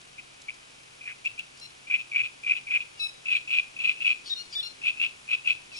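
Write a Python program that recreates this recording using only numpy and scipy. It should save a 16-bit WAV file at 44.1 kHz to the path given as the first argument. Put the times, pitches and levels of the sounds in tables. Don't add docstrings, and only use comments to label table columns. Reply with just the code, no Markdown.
import sys
import numpy as np
from scipy import signal
from scipy.fft import rfft, irfft, next_fast_len
from scipy.io import wavfile

SR = 44100
rng = np.random.default_rng(int(sys.argv[2]) if len(sys.argv) > 2 else 0)


def gain_from_decibels(decibels):
    exponent = np.asarray(decibels, float) / 20
    return 10 ** exponent


def transcribe(signal):
    frames = np.atleast_2d(signal).T
    limited = np.clip(frames, -1, 1)
    pcm = np.round(limited * 32767).astype(np.int16)
    wavfile.write(sys.argv[1], SR, pcm)


N = 255735
TIME = np.arange(N) / SR
SIZE = next_fast_len(N + SR)
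FREQS = np.maximum(np.arange(SIZE // 2 + 1) * SR / SIZE, 1)
CUTOFF_HZ = 11120


def rms_one(x):
    return x / np.sqrt(np.mean(x ** 2) + 1e-20)


def over_hz(rows):
    hz, *columns = np.transpose(rows)
    return [np.interp(np.log(FREQS), np.log(hz), column) for column in columns]


def through(x, response):
    return irfft(rfft(x, SIZE) * response, SIZE)[..., :N]


def bell(at_s, spread_s):
    first = max(int((at_s - 4 * spread_s) * SR), 0)
    last = min(int((at_s + 4 * spread_s) * SR), N)
    span = slice(first, last)
    return span, np.exp(-.5 * ((TIME[span] - at_s) / spread_s) ** 2)


def band_noise(hz, octaves, count):
    edges_hz = np.clip([hz * 2 ** -octaves, hz * 2 ** octaves], 20, .45 * SR)
    sos = signal.butter(2, edges_hz, "band", fs=SR, output="sos")
    return rms_one(signal.sosfilt(sos, rng.standard_normal(count)))


def lake(flicker_db=0.4):
    # frequency [Hz], level [dB per Hz].
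    hiss = [(40, -92.5), (100, -92.5), (400, -88.5), (800, -89.5), (1400, -88.5), (1900, -92),
            (2400, -84.5), (2900, -85.5), (3400, -90), (4200, -92.5), (5500, -93.5), (7500, -97.5),
            (9200, -101.0), (10000, -99.5), (11000, -100.5)]
    # time [s], hiss gain [dB].
    breeze = [(0, 0.5), (2, 0.5), (4, 1.5), (5.8, 1.5)]
    # frequency [Hz], lag [rad], likeness [0-1], level [dB].
    hiss_ports = [(60, 0, .88, 0), (150, .3, .68, 0), (260, 1.6, .15, 0), (450, 3.0, .5, 0),
                  (1400, 3.0, .6, 0), (2000, 2.6, .45, 0), (2400, 1.7, .75, -1.5), (2750, 2.5, .4, -3),
                  (3050, 1.5, .15, -3), (3500, 1.1, .38, -1), (4200, .9, .2, -1), (5200, .2, .65, -1),
                  (6000, .2, .35, -.5), (8500, 0, .72, 0), (11000, 0, .85, 0)]

    lag_rad, alike, port_db = over_hz(hiss_ports)
    alike = np.clip(alike, 0, 1)
    white = rfft(rng.standard_normal((2, N)), SIZE)
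    left, other = white * gain_from_decibels(over_hz(hiss)[0]) * np.sqrt(SR / 2)
    shared = alike * np.exp(-1j * lag_rad) * left
    right = gain_from_decibels(port_db) * (shared + np.sqrt(1 - alike ** 2) * other)
    gusts_db = np.interp(TIME, *np.transpose(breeze)) + flicker_db * band_noise(29.0, 1, N)
    return irfft(np.array([left, right]), SIZE)[:, :N] * gain_from_decibels(gusts_db)


def hull_and_motor(wander_hz=1.5):
    # frequency [Hz], level [dB rms].
    hum = [(131.5, -71.5), (263, -83.5)]
    # time [s], peak [dB], pitch [Hz].
    laps = [
        (1.322, -60, 112),
        (2.22, -56.5, 115),
        (5.56, -62.5, 80),
    ]

    out = np.zeros(N)
    drift = np.cumsum(band_noise(19, 0.96, N)) * wander_hz / SR
    for hz, db in hum:
        out += np.sqrt(2) * gain_from_decibels(db) * np.sin(2 * np.pi * (hz * TIME + drift))
    for s, db, hz in laps:
        span, swell = bell(s, 0.024)
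        out[span] += gain_from_decibels(db) * swell * np.sin(2 * np.pi * hz * TIME[span])
    return out


def ticks(spread_s=0.0024, under_db=-7.0):
    # start [s], peak [dB], centre [Hz].
    contacts = [
        (0.014, -44, 4840),
        (0.053, -50, 6520),
        (0.4178, -39, 4930),
        (0.5425, -42, 4670),
        (0.7044, -47, 4800),
        (1.2538, -40, 4300),
        (1.3912, -40.5, 4650),
        (1.573, -47, 5450),
        (1.5984, -42.5, 5570),
    ]

    out = np.zeros(N)
    for s, db, hz in contacts:
        span, swell = bell(s + spread_s, spread_s)
        out[span] += gain_from_decibels(db + under_db) * swell * band_noise(1.11 * hz, 0.6, len(swell))
    return out


def rasps():
    # start [s], length [s], level [dB], centre [Hz].
    breaths = [
        (1.071, .045, -40, 2230),
        (1.085, 0.041, -55.5, 1430),
        (1.564, 0.046, -53, 4480),
        (2.983, 0.04, -47, 4570),
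        (4.252, 0.07, -40.5, 4020),
        (4.329, 0.013, -35, 3730),
        (4.509, 0.053, -45.5, 4500),
        (4.518, 0.033, -45, 2920),
        (4.6, 0.013, -32.5, 3530),
        (5.728, 0.09, -44, 4400),
    ]

    out = np.zeros(N)
    for s, length_s, db, hz in breaths:
        span, swell = bell(s + length_s / 2, length_s / 3)
        octaves = np.clip(6 * length_s, .1, .35)
        out[span] += gain_from_decibels(db) * swell * band_noise(hz, octaves, len(swell))
    return out


def pipes(fade_s=0.0042):
    # start [s], length [s], pitch [Hz], peak [dB], mouth resonance [Hz].
    whistles = [(1.614, 0.05, 1372, -39.5, 4350), (2.955, 0.041, 1410, -48, 2840),
                (2.999, 0.072, 1300, -25, 3730), (3.081, 0.017, 1280, -40, 4430),
                (4.261, 0.021, 1480, -37.5, 4560), (4.298, 0.04, 1865, -21, 3520),
                (4.364, 0.061, 1418, -32.5, 4440), (4.527, 0.032, 1180, -36, 4700),
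                (4.554, .052, 1786, -24, 3500), (4.629, 0.055, 1389, -31, 4310),
                (5.719, 0.042, 1275, -38.5, 2500), (5.766, 0.044, 1334, -37.5, 4800)]
    motion = [(0.015, 0.0063, 0.66), (.012, 0.014, 0.9), (0.009, -0.008, 0.56), (0.0054, -0.015, 0.2),
              (0.018, -0.033, 0.7), (0.0061, -.01, 1), (0.01, 0.0154, 0.62), (0.025, -0.045, 0.6),
              (0.01, 0.011, 0.57), (0.014, 0.012, 0.38), (.016, -0.107, 0.98), (0.0067, 0.025, 0.9)]
    # frequency [Hz], level against the strong ones [dB].
    weak_partials = [(1300, -33), (1400, -27), (1900, -31), (6500, -26), (7100, -20), (8000, -32),
                     (9200, -42), (10000, -18), (11000, -18)]
    mouth_db_per_octave, flutter_db = 41, 2.2
    throat_hz, throat_under_db = 2550, 5
    swell_db_per_s, swell_pitch_power = 139, 2.7
    hold_s = 0.0076

    out = np.zeros(N)
    weak_hz, weak_db = np.transpose(weak_partials)
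    for (s, length_s, hz, peak_db, mouth_hz), (waver, glide, peak_share) in zip(whistles, motion):
        span = slice(int((s - fade_s) * SR), min(int((s + length_s + fade_s) * SR), N))
        t = TIME[span]
        tremor = 1 + waver * band_noise(114, 1.36, N // 8)[-len(t):]
        pitch_hz = hz * (1 + glide * ((t - s) / length_s - .5)) * tremor
        phase = 2 * np.pi * np.cumsum(pitch_hz) / SR
        off_peak_s = np.maximum(np.abs(t - s - peak_share * length_s) - hold_s, 0)
        top_db = peak_db - swell_db_per_s * (hz / 1400) ** swell_pitch_power * off_peak_s

        away_db = {}
        for k in (2, 3, 4):
            mouth_db = mouth_db_per_octave * abs(np.log2(k * hz / mouth_hz))
            throat_db = mouth_db_per_octave * abs(np.log2(k * hz / throat_hz)) + throat_under_db
            away_db[k] = min(mouth_db, throat_db)
        least_db = min(away_db.values())
        partials_db = {}
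        for k, loss_db in away_db.items():
            flutter = np.clip(band_noise(20, 0.47, N // 8)[-len(t):], -2, 1)
            partials_db[k] = top_db - loss_db + least_db + flutter_db * flutter
        shrill_db = (top_db + partials_db[4]) / 2
        partials_db[1] = top_db + np.interp(hz, weak_hz, weak_db)
        for k in range(5, 9):
            partials_db[k] = shrill_db + np.interp(k * hz, weak_hz, weak_db)

        edge = np.clip(np.minimum(t - t[0], t[-1] - t) / fade_s, 0, 1)
        for k, db in partials_db.items():
            if k * hz < CUTOFF_HZ:
                out[span] += edge * gain_from_decibels(db) * np.sin(k * phase)
    return out


def throbs():
    chips = [
        (.186, .011, -28, 2472),
        (.489, .013, -23, 2380),
        (1.016, .001, -34, 2500),
        (1.030, .012, -34, 2399),
        (1.061, .030, -27, 2478),
        (1.098, .028, -28.5, 2348),
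        (1.253, .001, -26, 2426),
        (1.262, .008, -16, 2604),
        (1.385, .001, -28.5, 2500),
        (1.394, 0.011, -21, 2678),
    ]
    croaks = [(1.876, 0.013, -31, 2440), (1.906, 0.015, -14.5, 2430), (1.935, 0.029, -11.5, 2460),
              (1.995, .022, -24, 2520), (2.121, .014, -23, 2330), (2.151, 0.023, -14, 2380),
              (2.183, 0.033, -12.5, 2450), (2.239, 0.03, -18, 2590), (2.438, 0.015, -26.5, 2350),
              (2.469, 0.018, -15, 2390), (2.499, 0.034, -11.5, 2510), (2.557, 0.028, -19, 2585),
              (2.674, 0.02, -25, 2350), (2.711, .021, -13.5, 2440), (2.742, 0.033, -11, 2470),
              (2.809, 0.016, -21.5, 2583)]
    rattles = [(3.262, 0.01, -21, 2600), (3.288, 0.0045, -16, 2615), (3.308, 0.042, -13.5, 2540),
               (3.355, 0.022, -11, 2520), (3.481, 0.011, -23, 2570), (3.510, .012, -14.5, 2620),
               (3.530, 0.029, -11.5, 2575), (3.568, 0.01175, -13, 2520), (3.588, 0.011, -11, 2483),
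               (3.768, 0.0056, -29, 2570), (3.794, 0.041, -20.5, 2630), (3.840, .027, -13, 2620),
               (3.878, 0.0429, -12.5, 2520), (3.976, 0.011, -30.5, 2670), (4.010, 0.025, -18.5, 2690),
               (4.051, 0.02, -13.5, 2650), (4.072, .014, -10.5, 2600), (4.094, 0.032, -12, 2540)]
    chacks = [(4.821, 0.0078, -31, 2700), (4.842, 0.0064, -19.5, 2600), (4.857, 0.048, -12.5, 2610),
              (4.975, .013, -29, 2600), (5.003, .001, -18.5, 2620), (5.017, 0.046, -11.5, 2700),
              (5.282, 0.00098, -36, 2500), (5.294, 0.0048, -20, 2540), (5.311, .016, -13.5, 2560),
              (5.335, 0.0068, -10.5, 2540), (5.350, 0.00077, -17, 2490), (5.450, .001, -31, 2670),
              (5.464, 0.0041, -17.5, 2590), (5.478, 0.016, -11, 2610), (5.501, 0.0139, -11, 2568),
              (5.527, .001, -21.5, 2585)]
    gap_s, slip_share = .0062, 0.27
    rise_db, fall_db, full_s = 3.5, 8, .022
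    pitch_scatter_hz = 57.04

    bursts = list(chips) + list(croaks) + list(rattles) + list(chacks)
    rows = []
    for s, length_s, db, hz in bursts:
        count = min(int(round(length_s / gap_s)) + 1, 12)
        place = np.linspace(0, 1, count)
        slip, higher = np.clip(rng.standard_normal((2, count)), -2, 2)
        edge_db = np.where(place < .5, rise_db, fall_db) * (2 * place - 1) ** 2 * min(length_s / full_s, 1)
        at_s = s + length_s * place + slip_share * gap_s * slip * (place > 0)
        rows += zip(at_s, db - edge_db, hz + pitch_scatter_hz * higher)
    return np.transpose(sorted(rows))


def chatter(breath_db=7.0, burst_db=-3.0, share_of_gap=0.52, longest_s=.0039):
    # frequency [Hz], level beak half shut [dB per Hz], level beak open [dB per Hz].
    throat = [(910, -57, -64), (1240, -35.5, -35), (1720, -32, -39.5), (1860, -38, -38),
              (2061.5, -16.5, -27), (2500, -3, -3.5), (3150, -26.5, -22), (4120, -36.5, -27),
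              (4550, -47, -40.5), (7400, -51.5, -49.5), (11900, -58, -55.5)]
    beak_turns_s = (1.2, 1.6, 1.99, 2.06, 2.23, 2.3, 2.55, 2.62, 2.79)
    murmur_db, tone_db = -11, -1.5

    s, db, hz = throbs()
    gaps_s = np.diff(s)
    mean_gaps_s = (np.append(gaps_s, 1) + np.append(1, gaps_s)) / 2
    widths_s = np.clip(share_of_gap * mean_gaps_s, .001, longest_s)
    beat, puffs = np.zeros(N), np.zeros(N)
    for k in range(len(s)):
        span, swell = bell(s[k], widths_s[k] / 1.08)
        beat[span] += gain_from_decibels(db[k]) * swell * (-1) ** k
        span, swell = bell(s[k] + .005, .008)
        puffs[span] += gain_from_decibels(db[k] + murmur_db) * swell
        span, swell = bell(s[k] - widths_s[k] / 2, .001)
        puffs[span] += gain_from_decibels(db[k] + burst_db) * swell
    tone = gain_from_decibels(tone_db) * beat * np.sin(2 * np.pi * np.cumsum(np.interp(TIME, s, hz)) / SR)
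    breath = rng.standard_normal(N) * (np.abs(beat) + puffs)
    beak_open = np.searchsorted(beak_turns_s, TIME) % 2
    by_beak = np.array([breath * (1 - beak_open), breath * beak_open])
    shaped = through(by_beak, gain_from_decibels(np.array(over_hz(throat))))
    return tone + gain_from_decibels(breath_db) * shaped.sum(axis=0)


def reeds(song):
    # delay [s], level [dB].
    echoes = [(.045, -21)]
    t60_s, wash_db = .34, -18
    tilt_db_per_octave = 8

    t = TIME[:SR // 2]
    shared, own = rng.standard_normal((2, len(t)))
    scatter = np.array([shared, np.sqrt(1 - .99 ** 2) * shared + own])
    wash = scatter * gain_from_decibels(-60 * t / t60_s) * (t > .012)
    answer = rms_one(wash) * gain_from_decibels(wash_db) / np.sqrt(len(t))
    for delay_s, db in echoes:
        answer[:, int(delay_s * SR)] += gain_from_decibels(db)
    tilt = gain_from_decibels(tilt_db_per_octave * np.log2(np.clip(FREQS, 1000, 5000) / 2500))
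    return through(song, 1 + tilt * rfft(answer, SIZE))


def scene():
    # frequency [Hz], lag [rad], level [dB].
    bird_ports = [(300, 2, 0), (890, 2, 1), (1400, 1.4, 0.5), (1800, 2.44, 5.5), (1990, 1.73, -4),
                  (2360, 1.45, -2.5), (2580, 2.25, -1), (2730, 2.35, -5), (2870, 1.3, -9), (3440, 1.32, 2),
                  (3686, 3.2, -5), (4200, 4.37, -9), (4500, 5.7, -8.5), (5200, 7.2, 0.5), (6050, 5.4, -5),
                  (8100, 6.3, 0.5)]

    left, right = reeds(chatter() + pipes() + rasps())
    lag_rad, db = over_hz(bird_ports)
    bird = np.array([left, through(right, gain_from_decibels(db) * np.exp(-1j * lag_rad))])
    return bird + lake() + ticks() + hull_and_motor()


def roll_off(x):
    return signal.sosfilt(signal.butter(12, 12330, fs=SR, output="sos"), x)


def record(dry):
    leak_db = -36
    mix = through(dry, np.where(FREQS < CUTOFF_HZ, 1, gain_from_decibels(leak_db)))
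    return roll_off(mix)


dry = scene()
out = record(dry)
transcribe(out)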